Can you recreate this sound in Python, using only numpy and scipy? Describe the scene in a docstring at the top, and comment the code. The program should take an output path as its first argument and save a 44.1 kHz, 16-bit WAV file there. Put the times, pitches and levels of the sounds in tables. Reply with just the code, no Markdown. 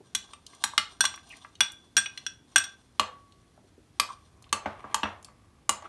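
"""A small kitchen, one microphone close to the worktop, over a low rumble and the hiss of room air.
A steel spoon scrapes a small hand-held glass dish empty over a mixing bowl, then stirs beaten egg in it.
Each blow is a short clack of spoon and damped glass; the dish rim or the bowl wall rings on and the
worktop thuds. Between blows the spoon grazes, drags and squeaks on wet glass, and the egg sloshes."""
import sys
import numpy as np
from scipy import signal
from scipy.fft import rfft, irfft
from scipy.io import wavfile

SR = 44100
rng = np.random.default_rng(int(sys.argv[2]) if len(sys.argv) > 2 else 0)


def inscribe(sig):
    """Save sig as 16-bit PCM at rate SR to the path in sys.argv[1].

    A 1-D sig is mono; a 2-D sig holds one channel per row.
    Samples are clipped to [-1, 1] before scaling.
    """
    pcm = np.round(np.clip(np.atleast_2d(sig).T, -1, 1) * 32767)
    wavfile.write(sys.argv[1], SR, pcm.astype(np.int16))


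N = 259413


def amp(db):
    """Gain of a dB value."""
    return 10 ** (np.asarray(db) / 20)


def rms_one(x):
    """Scaled to rms 1."""
    return x / np.sqrt(np.mean(x ** 2) + 1e-20)


def in_time(rows):
    """Columns of a curve, one value a sample."""
    times_s, *columns = np.transpose(rows)
    return [np.interp(np.arange(N) / SR, times_s, column) for column in columns]


def at_hz(hz, points_hz, values):
    """Reads a spectrum on a log frequency axis."""
    return np.interp(np.log(hz), np.log(points_hz), values)


def band(x, low_hz, high_hz):
    """Band-pass."""
    return signal.sosfilt(signal.butter(2, [low_hz, high_hz], "band", fs=SR, output="sos"), x)


def add(out, start_s, sound):
    """Mixes a sound in at its start time."""
    i = round(start_s * SR)
    out[i:i + len(sound)] += sound[:N - i]


def rings(hz, level_db, t60, rise_ms):
    """Modes set off together with alternating signs: sines that swell during contact, then die away."""
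    t = np.arange(int(max(t60) * SR * 3 // 4))[:, None] / SR
    signs = (-1) ** np.arange(len(hz))
    modes = np.exp(-np.log(1000) * t / t60) * np.sin(2 * np.pi * hz * t)
    swell = 1 - np.exp(-t[:, 0] * 1000 / max(rise_ms, .05))
    return modes @ (signs * amp(level_db)) * swell


# spectrum of the room air: frequency_hz, density_db
ROOM_AIR = [(18, -43.5), (30, -8.5), (102, -7.5), (169, -2.5), (274, 0.5), (571, -11.5), (950, -14.5),
            (1130, -19), (1220, -15.5), (1890, -18), (3940, -22), (11200, -27), (13000, -44)]
# low rumble in the room: time_s, level_db
RUMBLE = [(0.0, -69), (3.88, -68), (4.68, -63.5), (5.88, -67.5)]


def background():
    """Steady room air over a low rumble that swells a little."""
    hz = np.fft.rfftfreq(N, 1 / SR) + 1
    air = irfft(rfft(rng.standard_normal(N)) * amp(at_hz(hz, *np.transpose(ROOM_AIR))), N)
    rumble = band(rng.standard_normal(N), 46, 125)
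    rumble_db, = in_time(RUMBLE)
    return amp(-68.5) * rms_one(air) + amp(rumble_db) * rms_one(rumble)


# decay of the kitchen around the microphone: frequency_hz, t60_s
KITCHEN_DECAY = [(100, .3), (500, 0.35), (1500, .28), (4000, 0.26), (8000, 0.22), (12000, 0.11)]


def kitchen(direct, level_db=-11):
    """Dense reflections: half-octave noise bands, each dying at its own rate."""
    t, edges_hz = np.arange(SR // 2) / SR, 90 * 2 ** np.arange(0, 7.6, .5)
    tail = np.zeros(len(t))
    for low, high in zip(edges_hz, edges_hz[1:]):
        t60 = at_hz(np.sqrt(low * high), *np.transpose(KITCHEN_DECAY))
        tail += band(rng.standard_normal(len(t)), low, high) * amp(-60 * t / t60)
    tail *= 1 - np.exp(-t / 0.00067)   # reflections build up
    return amp(level_db) * signal.fftconvolve(direct, tail / np.sqrt(np.sum(tail ** 2)))[:N]


# modes of the worktop under the bowl: pitch_hz, level_db, t60_s
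WORKTOP_MODES = [(71.7, -9, 0.2), (94, -11.5, 0.43), (212, -1.5, 0.19), (283.8, 1, 0.093)]


def worktop_thuds():
    """Blows shake the worktop, soft heavy ones on the bowl most; it swells just after the contact."""
    out, thud = np.zeros(N), rings(*np.transpose(WORKTOP_MODES), rise_ms=4.8)
    for start_s, level_db, softness, *_ in BOWL_BLOWS:
        colour_db, _ = blow(level_db, softness, 0, 0, *BOWL_TOUCH)
        add(out, start_s, amp(colour_db[0]) * thud)   # driven by the lowest band of the blow
    for start_s, level_db, *_ in DISH_BLOWS:
        add(out, start_s, amp(level_db - 44.5) * thud)
    return out


def egg_slosh(rise_s=0.005, t60_s=0.35):
    """Egg thrown against the wall: lumpy dull noise that swells after each bowl blow and dies away."""
    swell, t = np.zeros(N), np.arange(SR // 2) / SR
    envelope = amp(-60 * t / t60_s) * (1 - np.exp(-t / rise_s))
    for start_s, level_db, softness, *_ in BOWL_BLOWS:
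        slosh_db = level_db - 41.5 + 17.5 * softness   # softer blows move more egg
        add(swell, start_s, amp(slosh_db) * envelope)
    lumps = amp(1.4 * rms_one(band(rng.standard_normal(N), 30, 150)))
    return swell * rms_one(band(lumps * rng.standard_normal(N), 470, 1570))


# pressure of the spoon dragging on glass, heard as level: time_s, level_db
DRAG_PRESSURE = [(0, -79), (.3, -64.5), (.45, -76.5), (.56, -61), (.95, -66.5), (1.15, -63), (1.44, -63),
                 (1.55, -76), (1.9, -74.5), (2.2, -64.5), (2.4, -85.5), (2.62, -58.5), (2.78, -75.5),
                 (3.9, -83.5), (4.13, -58.5), (4.18, -75), (4.45, -68.5), (4.7, -54.5), (5.1, -56.5),
                 (5.35, -72.5), (5.65, -74.5), (5.88, -52.5)]


def spoon_drag(slips_per_s=2500):
    """Dense tiny slips through egg and onion, heard directly and through the damped modes and the rim."""
    catching = amp(3 * rms_one(band(rng.standard_normal(N), 4, 16)))   # the spoon catches and lets go
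    slipping = rng.random(N) < slips_per_s / SR
    slips = catching * slipping * amp(2.3 * rng.exponential(1, N)) * rng.choice([-1, 1], N)
    hz, mode_db, t60 = np.transpose(CLACK_MODES)
    glass = signal.fftconvolve(slips, rings(hz, mode_db, t60 * 0.18, rise_ms=0.14))[:N] + amp(15) * slips
    hz, mode_db, t60 = np.transpose(RIM_MODES)
    rim = signal.fftconvolve(slips, rings(hz, mode_db, t60 * .4, rise_ms=.1))[:N]
    dull = rms_one(band(glass, 370, 1900))
    bright = rms_one(band(glass, 2200, 6700)) + amp(-6) * rms_one(rim)
    level_db, = in_time(DRAG_PRESSURE)
    bare_glass, sunk_in_egg = (4.27, -1.5, 0), (4.49, -2, -22.5)   # time_s, dull_db, bright_db
    dull_db, bright_db = in_time([bare_glass, sunk_in_egg])
    return amp(level_db) * (amp(dull_db) * dull + amp(bright_db) * bright)


# the edge of the spoon along wet glass: start_s, level_db, pitch_hz, length_s
SQUEAKS = [(1.298, -51, 2700, .03), (1.325, -47, 2100, 0.019), (1.41, -59.5, 3430, 0.027),
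           (4.08, -42.5, 1106, 0.042), (5.845, -49, 1270, 0.025)]


def squeaks(half_width=.08):
    """Short swells of friction noise in one narrow resonance."""
    out = np.zeros(N)
    for start_s, level_db, pitch_hz, length_s in SQUEAKS:
        rub = band(rng.standard_normal(4096), pitch_hz * (1 - half_width), pitch_hz * (1 + half_width))
        rub = rms_one(rub[1024:])
        swell = np.sin(np.pi * np.minimum(np.arange(len(rub)) / SR / length_s, 1))
        add(out, start_s, amp(level_db) * rub * swell)
    return out


# light grazes, bumps and wet smacks: start_s, level_db, centre_hz
GRAZES = [(.005, -42, 384), (0.289, -58, 1100), (0.465, -43.5, 5300), (0.533, -54.5, 1490),
          (0.549, -55.5, 6450), (1.159, -53, 6860), (1.176, -44.5, 1640), (1.291, -56, 9000),
          (1.369, -57.5, 9200), (1.447, -41, 1213), (1.553, -52.5, 4200), (1.719, -50.5, 8300),
          (3.322, -60.5, 4450), (3.576, -48, 709), (3.641, -52, 316), (3.779, -39, 233),
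          (4.424, -55.5, 6980), (4.441, -56, 2900), (4.492, -61.5, 3700), (5.227, -56, 6970),
          (5.246, -45.5, 6100)]


def grazes():
    """A light, soft touch: a faint clack centred on one region; the lower, the slower."""
    out, octaves = np.zeros(N), np.linspace(-2, 2, 9)
    for start_s, level_db, centre_hz in GRAZES:
        contact_ms = 3.0 * (2000 / centre_hz) ** 0.47
        add(out, start_s, clack(centre_hz * 2 ** octaves, level_db - 12 * octaves ** 2, contact_ms))
    return out


# modes of spoon and damped glass, shortened in each clack or slip: pitch_hz, level_db, base_t60_s
CLACK_MODES = [(380, -7, 0.049), (622, -14, 0.1), (832, -12.5, 0.099), (924, -11, 0.062), (1150, -1, 0.054),
               (1350, -11.5, 0.043), (1633, -3, 0.024), (2052, -6, 0.039), (2426, -5.5, 0.046),
               (2654, -9.5, 0.078), (2910, -5, 0.057), (3226, -0.5, 0.035), (3688, -4, 0.054),
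               (4086, -3, 0.039), (4380, -9, .05), (4610, -13.5, 0.048), (5245, -16.5, .04),
               (5645, -11.5, 0.0077), (6280, -9, 0.047), (6780, -10.5, 0.042), (7190, -9, 0.034),
               (8130, -8, 0.045), (8890, -6, 0.055), (9520, -2.5, 0.043), (11200, -8.5, 0.06),
               (12300, -24.5, 0.028)]


def clack(points_hz, colour_db, contact_ms, scatter_db=4.5):
    """Short modes of scattered strength, and noisy chatter that fades with the contact time."""
    hz, mode_db, t60 = np.transpose(CLACK_MODES)
    level_db = mode_db + at_hz(hz, points_hz, colour_db) + scatter_db * rng.standard_normal(len(hz))
    shifted_hz = hz * (1 + 0.011 * rng.standard_normal(len(hz)))   # grip and load shift the modes
    body = rings(shifted_hz, level_db, t60 * 0.77, rise_ms=contact_ms / 6)
    chatter_db = 9 + at_hz(np.fft.rfftfreq(4096, 1 / SR) + 1, points_hz, colour_db)
    chatter = irfft(rfft(rng.standard_normal(4096)) * amp(chatter_db))
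    contacts = np.arange(4096) / SR * 1000 / max(contact_ms, .2)   # time in contact lengths
    sound = chatter * (1 - np.exp(-6 * contacts)) * np.exp(-contacts / 1.415)
    add(sound, 0, body[:4096])
    return sound


# points at which the colour of a blow is set: frequency_hz
COLOUR_HZ = [300, 1000, 2400, 4300, 7000, 10500]


def blow(level_db, softness, knock_db, bite_db, hard_db, soft_db, hard_ms, soft_ms):
    """Colour and contact time of a blow lie between those of a hard (0) and a soft (1) one."""
    colour_db = level_db + (1 - softness) * np.array(hard_db) + softness * np.array(soft_db)
    colour_db += knock_db * np.array([0, 1, 0, 0, 0, 0])   # hollow knock near 1 kHz
    colour_db += bite_db * np.array([0, 0, .7, 1, 0, 0])   # bite at 2.4 to 4.3 kHz
    return colour_db, (1 - softness) * hard_ms + softness * soft_ms


# contact with the bowl: hard_db and soft_db at each COLOUR_HZ, hard_ms, soft_ms
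BOWL_TOUCH = [-42.5, -13, -22.5, -20, -16, -25], [-18.5, -9, -22.5, -44.5, -47, -78], 2.14, 5.1
# low modes of the bowl wall: pitch_hz, level_db, base_t60_s
WALL_MODES = [(508.3, -23.5, 0.67), (1128.3, -18, 0.98), (2010, -24.5, .35)]
# spoon on the bowl: start_s, level_db, softness, knock_db, bite_db, wall_db, t60_factor
BOWL_BLOWS = [(2.9956, -3.5, 0.23, 1, 2, -21.5, 0.88), (3.998, -5.5, 0, -8, 5, -26, 0.64),
              (4.527, -3, 0.12, -5, -3.5, -30, .35), (4.658, -15, 0.86, 1, -1.3, -23.5, 0.55),
              (4.842, -31, 1, 11.5, -4, -27.5, 0.43), (4.944, -8, 0.04, 2.5, -1.5, -34, 0.46),
              (5.032, -11.5, 0.81, -1, 7, -38, 0.57), (5.055, -26, 0.64, 5.5, 5, -15, 0.66),
              (5.285, -42, 0.75, 2.5, -3, -6.5, 1.37), (5.6929, -2, 0, -1.7, -5, -30, 0.42),
              (5.823, -36, 0.3, 15, .1, -22, .65)]


def spoon_on_bowl():
    """The egg muffles the bowl: mostly clack, a few low modes ring on."""
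    out, (hz, mode_db, t60) = np.zeros(N), np.transpose(WALL_MODES)
    for start_s, level_db, softness, knock_db, bite_db, wall_db, t60_factor in BOWL_BLOWS:
        colour_db, contact_ms = blow(level_db, softness, knock_db, bite_db, *BOWL_TOUCH)
        add(out, start_s, clack(COLOUR_HZ, colour_db, contact_ms))
        add(out, start_s, rings(hz, mode_db + level_db + wall_db, t60 * t60_factor, contact_ms))
    return out


# contact with the dish: hard_db and soft_db at each COLOUR_HZ, hard_ms, soft_ms
DISH_TOUCH = [-47.5, -24.5, -23.5, -19, -17, -27], [-33, -28, -10.5, -21, -30.5, -38], 2.6, 2.1
# split modes of the dish rim: pitch_hz, level_db, base_t60_s
RIM_MODES = [(1574, -2.5, .16), (1604, -13, 0.3), (3381, -6, 0.33), (3439, -9.5, 0.46), (3493, -13.5, 0.08),
             (5687, -2, 0.16), (5753, -7.5, 0.28), (5840, -7, .29), (8286, -6.5, 0.18), (8430, -9.5, .17),
             (8640, -5, .21)]
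# the dish struck or jolted above the bowl: start_s, level_db, softness, knock_db, bite_db,
# ring_db, tilt_db_per_octave, bend_db_per_octave_squared, t60_factor
DISH_BLOWS = [(0.1493, -8, 0, -2.5, -0.5, -14, -5, -8, 0.15),
              (0.3339, -31.5, 0.78, 7.5, 0.7, -39, 1, 13, 0.26),
              (0.6387, -7, 0.02, 8.5, 2, -30, 2, 7.5, 0.22), (0.735, -38.5, 0.6, 32, -9, -30, -3, 9, .38),
              (0.7782, -4.5, .3, 12.5, 7.5, -44, 3, -2, .56), (1.0066, -6, 0, 0, 0, -8.5, -5, 3, .19),
              (1.0398, -15, 0.3, 15.5, 0.5, -37, 0, -6, .35),
              (1.052, -7.5, 0.26, 0, -1.5, -12, -4, -1.5, .15),
              (1.1404, -30.5, .7, 11, 0, -15.5, 0, -6.5, 0.44),
              (1.6056, -4, 0.38, 5.5, 3, -5, -1, -9.5, 0.23), (1.967, -4, 0, -15.5, 2, -17, -3.5, 2, 0.37),
              (1.9765, -8.5, 0.6, 8, 0, -17, -2, 3, 0.43), (1.9847, -19.5, .05, -5, -11, -9, 2, 2, 0.32),
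              (2.0592, -22, 1, 6, -2, -11, -5, -1, 0.21), (2.175, -24, 0.58, -15, 2.5, -16, 0, -9, 0.26),
              (2.2644, -18, 0.46, -21, -1.5, -9, -1, -6.5, 0.17),
              (2.5592, -0.5, 0.35, -2.5, -2.5, -15, -4.5, 3, 0.22),
              (2.5801, -8.5, 0.2, -5.5, -2.5, -19.5, 5.5, 3, .16),
              (2.6391, -25, 0, -10, 6.5, -18, 8, -5, 0.46), (5.0317, -20.5, 1, 22, .1, -23, -3, -6, 0.61)]


def spoon_on_dish(rim_middle_hz=3400, damping_db=-5.5, scatter_db=3.5, free_ring_db=-23.5):
    """Where the spoon lands sets each rim mode's strength; the grip shortens the ring, a touch damps it."""
    out, (hz, mode_db, t60) = np.zeros(N), np.transpose(RIM_MODES)
    octaves = np.log2(hz / rim_middle_hz)
    for start_s, level_db, softness, knock_db, bite_db, ring_db, tilt, bend, t60_factor in DISH_BLOWS:
        colour_db, contact_ms = blow(level_db, softness, knock_db, bite_db, *DISH_TOUCH)
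        still_ringing = out[round(start_s * SR):][:SR // 2]
        still_ringing *= amp(damping_db * np.minimum(np.arange(len(still_ringing)) / SR / 0.0051, 1))
        rim_db = mode_db + level_db + ring_db + tilt * octaves + bend * octaves ** 2
        rim_db += scatter_db * rng.standard_normal(len(hz))
        gripped = rings(hz, rim_db, t60 * t60_factor, contact_ms / 6)
        free = rings(hz, rim_db + free_ring_db, t60 * 1.3, contact_ms / 6)   # what the fingers miss
        for sound in gripped, free, clack(COLOUR_HZ, colour_db, contact_ms):
            add(out, start_s, sound)
    return out


def scene():
    """The close sounds and the kitchen behind them, at one microphone, alike in both channels."""
    spoon = spoon_on_dish() + spoon_on_bowl() + grazes() + squeaks() + egg_slosh()
    mono = spoon + kitchen(spoon) + worktop_thuds() + spoon_drag() + background()
    return np.array([mono, mono])


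def record(dry, gain_db=4, low_cut_hz=45, top_hz=13300):
    """The small microphone drops the deep bass; peaks are rounded, the top is cut."""
    thin = amp(gain_db) * signal.sosfilt(signal.butter(2, low_cut_hz, "high", fs=SR, output="sos"), dry)
    rounded = .9 * np.tanh(thin / .9)
    return signal.sosfilt(signal.cheby2(12, 60, top_hz, fs=SR, output="sos"), rounded)


dry = scene()
out = record(dry)
inscribe(out)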